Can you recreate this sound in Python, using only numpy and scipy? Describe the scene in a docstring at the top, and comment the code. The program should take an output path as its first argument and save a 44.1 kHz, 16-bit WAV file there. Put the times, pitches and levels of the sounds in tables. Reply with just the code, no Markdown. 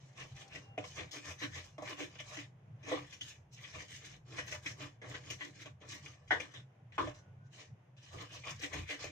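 """Quick, gritty strokes come in rounds: a stone pestle rubbing spices round a shallow stone mortar.
Crushed grit and knocks of stone on stone ring the bowl; the tiled kitchen counter rumbles with the pushes.
Behind it lie a low hum, a few thin far tones and faint room noise.
Two microphones, a few centimetres apart, hear the mortar directly and the kitchen's short echo after it."""
import sys
import numpy as np
from scipy import signal
from scipy.fft import rfft, irfft, next_fast_len
from scipy.io import wavfile
from scipy.ndimage import uniform_filter1d

SR = 44100
rng = np.random.default_rng(int(sys.argv[2]) if len(sys.argv) > 2 else 0)


def materialize(psi):
    """Save the field psi as 16-bit PCM at rate SR to the path in sys.argv[1].

    A 1-D psi becomes a single channel; in a 2-D psi each row is a channel.
    """
    bounded = np.clip(np.atleast_2d(psi).T, -1, 1)
    quanta = np.round(bounded * 32767).astype(np.int16)
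    wavfile.write(sys.argv[1], SR, quanta)


N = 401745
FFT_SIZE = next_fast_len(N + 8192, real=True)
TIME_S, FFT_HZ = np.arange(N) / SR, np.fft.rfftfreq(FFT_SIZE, 1 / SR)
TICKS_S = np.arange(0, N + 44, 44) / SR  # control points for the envelopes

# The ring that the rubbing drives hardest, moving with the pestle's place in the bowl: time_s, pitch_hz
PESTLE_PATH = [(0.0, 2970), (0.1, 1820), (0.15, 2390), (0.53, 2460), (0.61, 1920), (0.66, 2800),
               (0.83, 2150), (1.22, 2450), (1.47, 1830), (1.7, 2600), (1.75, 2080), (2.36, 2420),
               (2.48, 1820), (2.76, 1860), (2.79, 2130), (3.14, 2320), (3.22, 2970), (3.47, 1900),
               (3.55, 2790), (3.6, 2230), (4.2, 2300), (4.36, 2120), (4.91, 2300), (4.99, 1960),
               (5.25, 2020), (5.3, 2660), (5.42, 1870), (5.58, 2270), (5.73, 1900), (6.13, 2420),
               (6.21, 1700), (6.36, 1720), (6.41, 2300), (6.61, 2280), (6.77, 1520), (6.92, 2200),
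               (6.95, 1480), (7.15, 2250), (7.22, 1494), (7.5, 1550), (7.53, 2570), (7.73, 1940),
               (7.93, 1960), (7.96, 2890), (8.19, 2200), (8.36, 2830), (8.41, 2260), (9.1, 2240)]


def grinding(laps_per_s=3.3, spots=5):
    """The pestle bears on several spots at once and circles among them; each rings the bowl its own way."""
    rub_gains = strokes()
    blows = gain_of(-9.5) * knocks()
    lap = 2 * np.pi * (laps_per_s * TIME_S + 0.16 * flutter(0.17))
    ring_hz = np.interp(TIME_S, *np.transpose(PESTLE_PATH))
    spectrum = 0
    for spot in range(spots):
        share = np.sqrt((1 + np.cos(lap + 2 * np.pi * spot / spots)) / spots)
        edge = grit(grains_per_s=1100, spread_db=3.9, friction=0.84)
        crackle = grit(grains_per_s=1200, spread_db=3.85, friction=0.8)  # small seeds and skins burst
        scrape = favour_ring(edge, ring_hz, width_hz=750, lift_db=-4.3)
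        weight = edge[::-1]  # reversed: the slow pressing is unrelated to the grains at the edge
        contact = share * (rub_gains * [scrape, weight, crackle, weight, crackle] + blows)
        spectrum = spectrum + (rfft(contact, FFT_SIZE)[:, None] * rfft(mortar(), FFT_SIZE)).sum(0)
    return irfft(spectrum, FFT_SIZE)[:, :N]


# Pushes of the pestle, the last three columns relative to the scrape:
# hardest_s, scrape_db, swell_ms, fade_ms, low_db, hiss_db, boom_db
STROKES = [(0.048, -79, 101, 119, -4, 10.5, -1), (0.205, -56.5, 57, 73, -1.5, -1, -7.5),
           (0.3, -69, 78, 53, -3, 3.5, -21), (0.4, -61.5, 62, 75, -6, 3.5, -6.5),
           (0.56, -52.5, 64, 52, -5.5, -8, -4.5), (0.63, -80.5, 60.0, 82, 10.5, 8, 5.5),
           (0.838, -63.5, 253, 39, 9.5, -4, -3), (0.86, -67, 29, 281.0, -11, 10, -23.0),
           (0.997, -46, 43, 52, -3, -9.5, -6.5), (1.151, -50, 34, 56, -3.5, -4, -1),
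           (1.286, -53, 79, 68, -2.5, 1, -7), (1.441, -45, 52, 37, -8, -7, -20),
           (1.572, -49.5, 58, 46, -4.5, -4, -18), (1.62, -67, 252, 125, -1, 7.5, -15),
           (1.782, -72, 100.0, 185, 18, -9, -7), (1.896, -51, 82, 60, -2, -1.5, -4),
           (2.01, -48.5, 45, 72, -1.5, -3.5, 0), (2.168, -67, 104, 8.5, 5, 2, -11),
           (2.202, -53, 24, 31, -12, -6, -34), (2.347, -64, 133, 115, 7.5, 9.5, -22.0),
           (2.383, -53, 126, 83, -22, -11, -20), (2.934, -49.5, 106, 105, 4, -4.5, 1),
           (3.14, -65, 122, 34, -7, 4, -24), (3.209, -64, 100.0, 159, -7.5, 9, -13),
           (3.299, -64.5, 63, 53, -12, 6, -15), (3.549, -72.5, 34, 4, -17.0, 15.5, -23),
           (3.638, -61, 107, 263.0, -7.5, 0.5, -19), (3.755, -54.5, 30, 25, 1, -2, -19),
           (3.799, -55, 54, 62, -1.5, -2, -6), (3.917, -55.5, 45, 99, -16, 0.5, -14),
           (4.045, -60, 27, 58, -7.5, 3.5, -5), (4.142, -66, 250.0, 40, -2.5, 3.5, -8),
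           (4.343, -61.5, 80, 104.0, 4.5, 1.5, 1), (4.388, -48.5, 23, 40, -1.5, -3, -11),
           (4.536, -53, 99, 48, -0.5, 2.5, -8.5), (4.674, -54, 45, 70, -1.5, 4.5, -4.5),
           (4.819, -53, 58, 70, 0.5, -0.5, -1), (5.066, -64.5, 133, 25, 7.5, -9, -3),
           (5.116, -60.5, 74, 30, 3.5, 3, 4), (5.145, -54.5, 19, 77, -1.5, -3, -17),
           (5.332, -55, 116, 26, -4.5, -1.5, -7), (5.42, -55, 40, 105, -7, 0, -4),
           (5.633, -58, 112, 13, -12, 0, -7), (5.656, -59.5, 18, 55, -1, -5, -21),
           (5.827, -63.5, 20, 83, 3, -9, -1.5), (5.927, -56, 66, 83, -5, 2.5, -7.5),
           (6.061, -60.5, 54, 93, -3, 0.5, -5), (6.237, -81, 251, 303, 8, -1, -20),
           (6.314, -43.5, 94, 78, 5, -9, -8), (6.405, -55.5, 23, 88, 2, -3.5, -4),
           (6.552, -56.5, 88, 66, -5, -7.5, -6), (6.935, -66.5, 27, 63, -12, -11, -21),
           (7, -52.5, 248, 54, 8, -7.5, 10), (7.067, -56.5, 131, 67, 5, -6.5, 3.5),
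           (7.149, -72, 18, 79, 3, 6, -24), (7.47, -87, 39, 24, -10, 7, -2),
           (7.541, -67.5, 33, 163.0, -4, 4, -10), (7.593, -60.5, 19, 89, 0, -4, -11),
           (8.005, -78, 77, 302, -19, 6.5, -19), (8.148, -66, 40, 49, 15, 7.5, 4),
           (8.207, -52.5, 44, 54, 0, -2.5, -11), (8.35, -55.5, 59, 58, -1, 0.5, -8),
           (8.5, -50.5, 101, 38, 2.5, -4, -6.5), (8.645, -46, 49, 30, -3.5, -3, -5),
           (8.753, -53, 62, 110, -0.5, -2.5, 2), (8.919, -43, 48, 46, -8, -6.5, -14),
           (9.044, -50.5, 79, 63, -3.5, -4, -3.5)]
# The pestle lands after a lift; no stroke swells before its landing: time_s
LANDINGS = [.778, 1.782, 3.208, 5.018, 5.813, 6.308, 6.4, 6.539, 6.923, 6.98, 7.968, 8.438]
# Rounds in which the pestle stays on the stone, dragging lightly between strokes: start_s, end_s, scrape_db
ROUNDS = [(0, .68, -80), (.84, 1.72, -75), (1.792, 2.476, -70), (2.827, 3.4, -71.5), (3.532, 4.204, -75),
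          (4.25, 4.98, -75), (5.024, 5.745, -79), (5.799, 6.23, -76), (6.292, 6.65, -69.5),
          (7.975, 9.2, -68)]


def strokes(touch_s=0.0065, lift_s=0.07, stutter_db=(1.8, 1.8, 2.2, 1.8, 4.5)):
    """Gains of the rubbing in the five bands; the pestle catches and slips, so the level stutters."""
    power = 0
    for hardest_s, scrape_db, swell_ms, fade_ms, *colour_db in STROKES:
        landed = TICKS_S > max([0] + [at for at in LANDINGS if at <= hardest_s])
        push = hump(hardest_s, swell_ms, fade_ms) * landed
        power = power + band_gains(scrape_db, *colour_db) ** 2 * push
    for start_s, end_s, scrape_db in ROUNDS:
        touching = np.clip(np.minimum((TICKS_S - start_s) / touch_s, (end_s - TICKS_S) / lift_s), 0, 1)
        drag = band_gains(scrape_db, low_db=-6.5, hiss_db=-0.5, boom_db=-14.5)
        power = power + (drag * touching) ** 2
    gains = np.array([envelope(band) for band in power])
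    catch_db = flutter(0.019)  # shared by all bands
    sputter_db = [db * flutter(0.0093) for db in stutter_db]  # the top hiss sputters most
    return gains * evened(gain_of(catch_db + sputter_db))


def grit(grains_per_s, spread_db, friction):
    """Crushed grains click at random over the noise of smooth friction."""
    sizes = gain_of(spread_db * np.minimum(rng.exponential(1, N), 5)) * rng.choice([-1., 1.], N)
    grains = evened(sizes * (rng.random(N) < grains_per_s / SR))
    return evened(grains + friction * rng.standard_normal(N))


# Knocks and crunches in the bowl, low and hiss relative to the knock's strength:
# time_s, strength_db, low_db, hiss_db, chatter_t60_s, ring_hz, low_ring_hz
KNOCKS = [(0.352, -70, -18, 18, .02, 2400, 500), (0.4805, -66.5, -20, 23.5, .03, 2400, 500),
          (0.5595, -36.5, -24, -15, 0.037, 2300, 590), (0.552, -59, -25, 18, .04, 2400, 590),
          (0.7787, -34.5, -5, -13, 0.066, 2380, 640), (0.842, -38.5, -5.5, -5, 0.041, 2300, 990),
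          (0.9429, -60, -15, 10, .04, 2400, 500), (0.9732, -42, -25, -7, 0.052, 2310, 500),
          (1.1123, -55, -17, 14.5, 0.27, 3300, 326), (1.3893, -65.5, -18, 20, 0.24, 1830, 250),
          (1.4161, -46, 2, 2, 0.16, 1810, 318), (1.4358, -31, -21, -6, 0.025, 1800, 330),
          (1.5585, -44, -16, 4, 0.031, 2400, 330), (1.782, -45.5, 2, -0.5, 0.047, 1730, 650),
          (1.8228, -60, 18.5, 19, 0.042, 2100, 596), (1.9801, -54, -1, -6, 0.043, 2480, 330),
          (2.008, -42, -5, 1, 0.09, 1990, 330), (2.156, -44.5, -15, -8, 0.033, 1500, 600),
          (2.193, -53, -10, -7, 0.045, 2400, 595), (2.202, -43.5, -2, 5.5, 0.033, 2350, 620),
          (2.371, -37, -15, -15, 0.084, 1840, 330), (2.39, -41, -29, -9, 0.049, 2300, 330),
          (2.8314, -53, -11, 0, 0.082, 2320, 330), (2.8808, -52, 5, 8.5, 0.15, 2200, 485),
          (2.915, -40.5, 6.5, -34, 0.14, 1880, 490), (3.127, -44.5, -21.5, -0.5, 0.097, 2200, 345),
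          (3.2117, -34, -31, -5, 0.069, 3150, 293), (3.5315, -67, -17, 14, .04, 2700, 500),
          (3.6405, -42, -26, -21, 0.12, 2260, 310), (3.744, -62, 9, -10, 0.14, 1990, 1140),
          (4.0482, -57, -20, 10, 0.037, 2300, 600), (4.3228, -48, -9, -2, .03, 2300, 500),
          (4.385, -32.5, -15.5, -11, 0.11, 1830, 497), (4.4782, -58, -18, 19.5, 0.054, 2100, 600),
          (4.5241, -34.5, -15, -5, 0.09, 2250, 576), (4.6621, -31.5, -28, -12, 0.096, 2120, 295),
          (5.0171, -50, -6.5, -5, 0.13, 1730, 365), (5.1441, -39, -9, -14, 0.071, 1770, 330),
          (5.3029, -35, -19, 4, 0.076, 2700, 293), (5.4095, -36.5, -11.5, -19, 0.11, 1840, 1040),
          (5.6591, -42, -12.5, -4.5, 0.057, 2150, 503), (5.8132, -61, -3, 3, 0.072, 1970, 497),
          (5.889, -57, -19, 16, 0.071, 2200, 505), (6.0619, -36.5, -26, -17, 0.045, 2430, 321),
          (6.114, -69, -17, 3.5, .02, 2400, 500), (6.278, -61, -11.5, 3, 0.19, 2320, 361),
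          (6.3083, -15.5, -14, -39, 0.12, 1600, 754), (6.4006, -33.5, -10, -5, 0.069, 2300, 630),
          (6.5391, -53, -22, 4, 0.084, 1900, 493), (6.923, -49, -24, -14, 0.037, 2270, 560),
          (6.954, -65, -17, 10, 0.068, 2300, 490), (6.981, -27.5, -3, -23, 0.085, 1490, 1050),
          (7.0731, -42.5, 1, -3, 0.052, 2140, 604), (7.968, -63, -7, 3, 0.054, 2770, 503),
          (8.4376, -46, -11, -19, 0.09, 2270, 940), (8.508, -47, -16, 16, 0.032, 2300, 500),
          (8.5952, -56, -5, 16.5, 0.045, 2300, 493), (8.6312, -44, -15, -1, 0.048, 2200, 500),
          (8.65, -44, -11, -4, .03, 1900, 500), (8.731, -33.5, -14.5, -4.5, 0.13, 2300, 490),
          (8.8943, -45, -4, -23, 0.21, 2420, 440), (8.927, -34, -22, -6, 0.024, 1870, 500),
          (9.002, -46, -9, -1, .04, 2400, 500), (9.0417, -43, 0, 6.5, 0.091, 2440, 510)]


def knocks(blow=2.41, blow_s=0.000083, rise_s=0.0026, lead_s=0.001032):
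    """Stone on stone, in the five bands: one sharp blow, then a dying chatter of small contacts."""
    t, out = np.arange(SR // 5) / SR, np.zeros((5, N + SR))
    for time_s, db, low_db, hiss_db, t60_s, ring_hz, low_ring_hz in KNOCKS:
        shape = (1 - np.exp(-t / rise_s)) * gain_of(-60 * t / t60_s)
        chatter = shape * rng.standard_normal((2, len(t)))
        chatter *= np.linalg.norm(shape) / np.linalg.norm(chatter, axis=1)[:, None]
        edge, weight = chatter + blow * np.exp(-t / blow_s)  # each shakes the stone separately
        deep = favour_ring(weight, low_ring_hz, width_hz=180, lift_db=0.49)
        bright = favour_ring(edge, ring_hz, width_hz=520, lift_db=4)
        cutoff_hz = np.clip(4800 * gain_of(-0.5 * (db + 38)), 1500, 15000)  # heavier: longer, so duller
        dulled = signal.lfilter(*signal.butter(2, cutoff_hz, fs=SR), bright)
        gains = band_gains(db, low_db, hiss_db, boom_db=low_db - 3, top_db=-26.5)
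        start = round((time_s - lead_s) * SR)
        out[:, start:start + len(t)] += gains * [dulled, deep, edge, deep, edge]
    return out[:, :N]


# Modes of the stone bowl before the paste damps them: pitch_hz, relative_db, t60_s
MORTAR_MODES = [(267, -31, 0.36), (352, 11, 0.23), (487, 5, 0.22), (516, 3, 0.39), (600, 7, 0.63),
                (768.6, 2, 0.28), (824, -1.5, 0.047), (908, -2, 0.36), (1000, -8, 0.12), (1172, 3.5, 0.15),
                (1300, 4.5, 0.049), (1522, 1.5, 0.016), (1610, 11, 0.068), (1743, 18.5, 0.022),
                (1882, 8.5, 0.13), (2033, 5.5, 0.063), (2510, 14, 0.017), (2323, 10, 0.11), (2760, 9, 0.03),
                (2975, 13.5, 0.11), (3474, 15.5, 0.028), (4790, 7, 0.013), (5720, 15, 0.0016),
                (5950, 16, 0.028)]
# Contact noise between the modes: frequency_hz, relative_db
CONTACT_SPECTRUM = [(150, -15.5), (250, -15), (290, 0.5), (400, -18.5), (800, -15.5), (1300, -8),
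                    (2000, -7.5), (3000, -3), (3700, -5.5), (4500, -5), (5200, -1.5), (6200, -1.5),
                    (7400, -8), (9000, -23), (11000, -18.5), (15500, -19.5)]
# The bowl's lean toward the left microphone; each microphone takes a share of it: frequency_hz, lean_db
MIC_LEAN = [(200, 0.5), (380, -9), (700, 12), (1300, 17), (2400, 6.5), (4400, 5.5), (8000, 1),
            (13000, -5.5)]
# The five bands (scrape, low body, hiss, boom, top hiss): low_hz, high_hz
BANDS = [(1450, 4100), (410, 1200), (3600, 9300), (230, 450), (8800, 20000)]


def mortar(ring_db=-4.0, bounce_db=-1.5, spot_spread_db=3, paste_damping_per_s=9.0):
    """The bowl's answer to a tiny blow at one spot, at each microphone, in five bands of equal energy."""
    t, hz = np.arange(8192) / SR, np.fft.rfftfreq(8192, 1 / SR)
    mode_hz, mode_db, t60_s = np.transpose(MORTAR_MODES)[:, :, None]
    t60_s = 1 / (1 / t60_s + paste_damping_per_s)
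    mode_db = mode_db + spot_spread_db * rng.standard_normal(mode_hz.shape)
    decays = gain_of(mode_db - 60 * t / t60_s) / np.sqrt(t60_s)
    shared_phase = rng.random(mode_hz.shape)
    phase_spread = np.clip(mode_hz / 886, 0, 1)  # low modes reach both microphones nearly in step
    click = rfft(evened(minimum_phase(curve_at(CONTACT_SPECTRUM, hz))))
    mics = []
    for lean_share, delay_samples in ((0.295, 0.66), (0.016, rng.uniform(1.6, 10.55))):  # left, right
        phase = shared_phase + phase_spread * rng.random(mode_hz.shape)
        ring = (decays * np.sin(2 * np.pi * (mode_hz * t + phase))).sum(0)
        bounces = rng.standard_normal(len(t)) * gain_of(-60 * t / 0.027)  # off bowls and tiles close by
        paths = 1 + gain_of(bounce_db) * rfft(bounces / np.linalg.norm(bounces))
        body = click * paths + gain_of(ring_db) * rfft(evened(ring))
        lean = gain_of(lean_share * curve_at(MIC_LEAN, hz))
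        delay = np.exp(-2j * np.pi * hz * delay_samples / SR)
        mics.append(irfft(body * lean * delay))
    bands = [signal.sosfilt(signal.butter(5, edges, "band", fs=SR, output="sos"), mics) for edges in BANDS]
    return np.array([band / np.sqrt((band ** 2).sum() / 2) for band in bands])


def band_gains(scrape_db, low_db, hiss_db, boom_db, top_db=-23.0):
    """Gains of the five bands; the finest hiss grows faster than the rest as the pestle presses harder."""
    top_hiss_db = hiss_db + top_db + 0.45 * (scrape_db + hiss_db + 60)
    return gain_of(scrape_db + np.array([0, low_db, hiss_db, boom_db, top_hiss_db]))[:, None]


def favour_ring(force, hz, width_hz, lift_db):
    """Contact at one spot drives the modes near hz harder; the power stays about the same."""
    carrier = np.exp(2j * np.pi * np.cumsum(hz * np.ones(len(force))) / SR)
    pole = np.exp(-np.pi * width_hz / SR)
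    # Shift hz down to zero, smooth, shift back: a resonance that can glide.
    resonance = 2 * (carrier * signal.lfilter([1 - pole], [1, -pole], force / carrier)).real
    lift = gain_of(lift_db) * np.sqrt(SR / (2 * np.pi * width_hz))
    return (force + lift * resonance) / np.sqrt(1 + gain_of(2 * lift_db))


def shifting_colour(sound, patchy_db=2.5):
    """Hand, pestle and paste keep moving, so patches of the spectrum come and go from stroke to stroke."""
    frames = signal.stft(sound, nperseg=512, noverlap=384)[2]
    patches = uniform_filter1d(rng.standard_normal(frames.shape[1:]), size=5, axis=0)  # across frequency
    patches = uniform_filter1d(patches, size=22, axis=1)  # across time
    gains = evened(gain_of(patchy_db * evened(patches)))
    return signal.istft(frames * gains, nperseg=512, noverlap=384)[1][:, :N]


# Decay of the kitchen around the counter: frequency_hz, t60_s
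KITCHEN_DECAY = [(200, 0.11), (1000, 0.21), (3000, 0.13), (8000, 0.21)]


def kitchen_echo(sound, gap=20):
    """Sparse reflections of random sign, one in every gap samples, each band dying at its own speed."""
    taps = np.zeros((2, SR // 2))
    slots = np.arange(200, SR // 2 - gap, gap)
    arrivals = slots + rng.integers(0, gap, (2, len(slots)))
    np.put_along_axis(taps, arrivals, rng.choice([-1., 1.], arrivals.shape), 1)
    hz, t, frames = signal.stft(taps, SR, nperseg=256)
    decay = gain_of(-60 * t / curve_at(KITCHEN_DECAY, hz)[:, None])
    tail = signal.istft(frames * decay, SR, nperseg=256)[1]
    return signal.fftconvolve(sound, tail / np.linalg.norm(tail[0]), axes=1)[:, :N]


# The low hum, and the thump of the counter under the mortar: frequency_hz, relative_db
HUM_SPECTRUM = [(41, -26.5), (70, -40.5), (97, -0.5), (129, 6.5), (158, -4.5), (230, -17.5), (300, -99),
                (510, -120)]
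THUMP_SPECTRUM = [(20, -5), (42, -24), (58, 11.5), (70, -30.5), (86, 20), (102, 5.5), (115, -3),
                  (140, -51.5)]
# Swells of both, mostly with the pushes: peak_s, thump_db, hum_db, swell_and_fade_ms
RUMBLE_SWELLS = [(0.05, -88.5, -54, 42), (0.23, -61, -54, 79), (0.34, -53, -55.5, 58), (0.57, -61, -55, 99),
                 (0.71, -66, -57, 55), (0.84, -65, -54.5, 129), (1.03, -56, -52.5, 107),
                 (1.3, -57, -56, 59), (1.469, -66, -53.5, 198), (1.58, -55, -75, 163), (1.83, -66, -53, 98),
                 (2.16, -65, -59.5, 324), (2.41, -93, -58, 274), (2.57, -66, -60, 50),
                 (2.72, -99, -51.5, 106), (2.96, -60.5, -56.5, 246), (3.36, -65.5, -71, 282),
                 (3.58, -79, -57, 130.0), (3.79, -53, -54, 85), (3.95, -67, -55, 47),
                 (4.16, -63.5, -58, 192), (4.47, -60, -56, 288), (4.7, -66, -54, 140.0),
                 (4.85, -62, -54.5, 89), (5.13, -62.5, -53.5, 223), (5.32, -60, -55.5, 122),
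                 (5.57, -73, -55, 92), (5.72, -65, -56, 109), (5.97, -63, -57, 238),
                 (6.33, -56.5, -57, 134), (6.6, -61, -57, 81), (6.85, -87, -57, 54),
                 (7.05, -53.5, -53.5, 169), (7.37, -74, -55, 284), (7.72, -77, -51, 57),
                 (8.19, -53.5, -52.5, 106), (8.36, -68, -60.5, 142), (8.53, -54.5, -52, 156),
                 (8.8, -46, -48, 98), (9.069, -58.5, -57, 102)]


def rumble(resting_hum_db=-62.5, resting_thump_db=-81.5, side_db=-25):
    """A lumpy low hum and the counter's thump, nearly alike at both microphones."""
    hum_power, thump_power = gain_of(2 * resting_hum_db), gain_of(2 * resting_thump_db)
    for peak_s, thump_db, hum_db, ms in RUMBLE_SWELLS:
        swell = hump(peak_s, ms, ms)
        hum_power += gain_of(2 * hum_db) * swell
        thump_power += gain_of(2 * thump_db) * swell
    hum = noise_pair(HUM_SPECTRUM) * envelope(hum_power)
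    thump = noise_pair(THUMP_SPECTRUM) * envelope(thump_power)
    mid, side = hum + thump
    return mid + gain_of(side_db) * side * [[1], [-1]]


# Thin tones far from the microphones: start_s, length_s, pitch_hz, left_db, right_db
FAR_TONES = [(0.6, 0.185, 2784, -69.5, -68), (1.72, 0.08, 2785, -79, -78), (7.13, 0.21, 1465, -81, -75),
             (7.36, 0.16, 1465, -76.5, -75), (7.41, 0.1, 1550, -79, -79), (7.39, 0.08, 1034, -79, -79),
             (0.326, 0.2, 787, -67, -70), (0.65, 0.14, 792, -67, -70), (6.77, 0.08, 780, -72, -74)]


def far_tones(fade_s=0.045, drift_cycles=0.16, waver_db=2.0):
    """Brief sine tones that swell and fade, wavering differently at each microphone."""
    out = np.zeros((2, N))
    for start_s, length_s, pitch_hz, *levels_db in FAR_TONES:
        fade = np.clip(np.minimum(TIME_S - start_s, start_s + length_s - TIME_S) / fade_s, 0, 1)
        for mic, level_db in zip(out, levels_db):
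            amplitude = np.sqrt(2) * gain_of(level_db + waver_db * flutter(0.02))
            cycles = pitch_hz * TIME_S + drift_cycles * flutter(0.18) + rng.random()
            mic += fade * amplitude * np.sin(2 * np.pi * cycles)
    return out


# The kitchen's background noise: frequency_hz, relative_db
ROOM_SPECTRUM = [(120, -51), (220, -8.5), (400, -7), (750, -7), (1250, -15.5), (2000, -16.5), (3200, -23.5),
                 (4200, -35), (6500, -31), (8000, -44), (10000, -43.5), (15500, -53)]
# Its likeness at the two microphones: frequency_hz, correlation
ROOM_LIKENESS = [(100, 0.77), (300, 0.85), (700, 0.21), (2000, 0)]
# Its rise and fall: time_s, level_db
ROOM_LEVEL = [(0, -70), (.7, -67), (1.75, -73), (2.6, -71.5), (3.452, -72.5), (4.22, -72.5), (4.97, -73.5),
              (5.75, -71), (6.24, -79.5), (6.75, -70.5), (7.351, -70), (7.85, -71.5), (9.1, -86)]


def room_noise(waver_db=1.2):
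    """Faint wavering noise heard in the pauses; its lows are much alike at both microphones."""
    left, unrelated = rfft(noise_pair(ROOM_SPECTRUM), FFT_SIZE)
    likeness = curve_at(ROOM_LIKENESS, FFT_HZ)
    right = likeness * left + np.sqrt(1 - likeness ** 2) * unrelated
    level_db = np.interp(TIME_S, *np.transpose(ROOM_LEVEL)) + waver_db * flutter(0.12)
    return gain_of(level_db) * irfft([left, right], FFT_SIZE)[:, :N]


def gain_of(db):
    return 10 ** (np.asarray(db) / 20)


def evened(x):
    """Scaled to an RMS of 1."""
    return x / np.sqrt(np.mean(x ** 2) + 1e-20)


def curve_at(points, hz):
    """A curve's value at hz, interpolated over log frequency."""
    points_hz, values = np.transpose(points)
    return np.interp(np.log(hz + 1), np.log(points_hz + 1), values)


def noise_pair(spectrum):
    """Two unrelated steady noises with the given spectrum."""
    white = rfft(rng.standard_normal((2, FFT_SIZE)))
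    return evened(irfft(white * gain_of(curve_at(spectrum, FFT_HZ)))[:, :N])


def flutter(width_s):
    """A random waver of unit spread, smooth over width_s."""
    size = round(width_s * SR)
    return evened(uniform_filter1d(uniform_filter1d(rng.standard_normal(N), size), size))


def minimum_phase(db):
    """The shortest-delay impulse response with the given spectrum."""
    log_gain = np.log(gain_of(np.concatenate([db, db[-2:0:-1]])))
    return np.fft.ifft(np.exp(np.conj(signal.hilbert(log_gain)))).real


def hump(peak_s, swell_ms, fade_ms):
    """Power that climbs 20 dB over swell_ms to a rounded peak and falls 20 dB over fade_ms."""
    late_ms = 1000 * (TICKS_S - peak_s)
    width_ms = np.where(late_ms < 0, max(swell_ms, 10), max(fade_ms, 10))
    return gain_of(-40 * (late_ms / width_ms) ** 2)


def envelope(power):
    """Gain at every sample from power at the control points."""
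    return np.interp(TIME_S, TICKS_S, np.sqrt(power))


def scene():
    """The mortar near the microphones, the kitchen behind it."""
    near = shifting_colour(grinding())
    return near + gain_of(-5.5) * kitchen_echo(near) + rumble() + room_noise() + far_tones()


def record(dry):
    """Both microphone channels lose their highest treble to a steep low-pass."""
    low_pass = signal.firwin(511, cutoff=15640, window=("kaiser", 9), fs=SR)
    return signal.oaconvolve(dry, low_pass[None], "same")


dry = scene()
out = record(dry)
materialize(out)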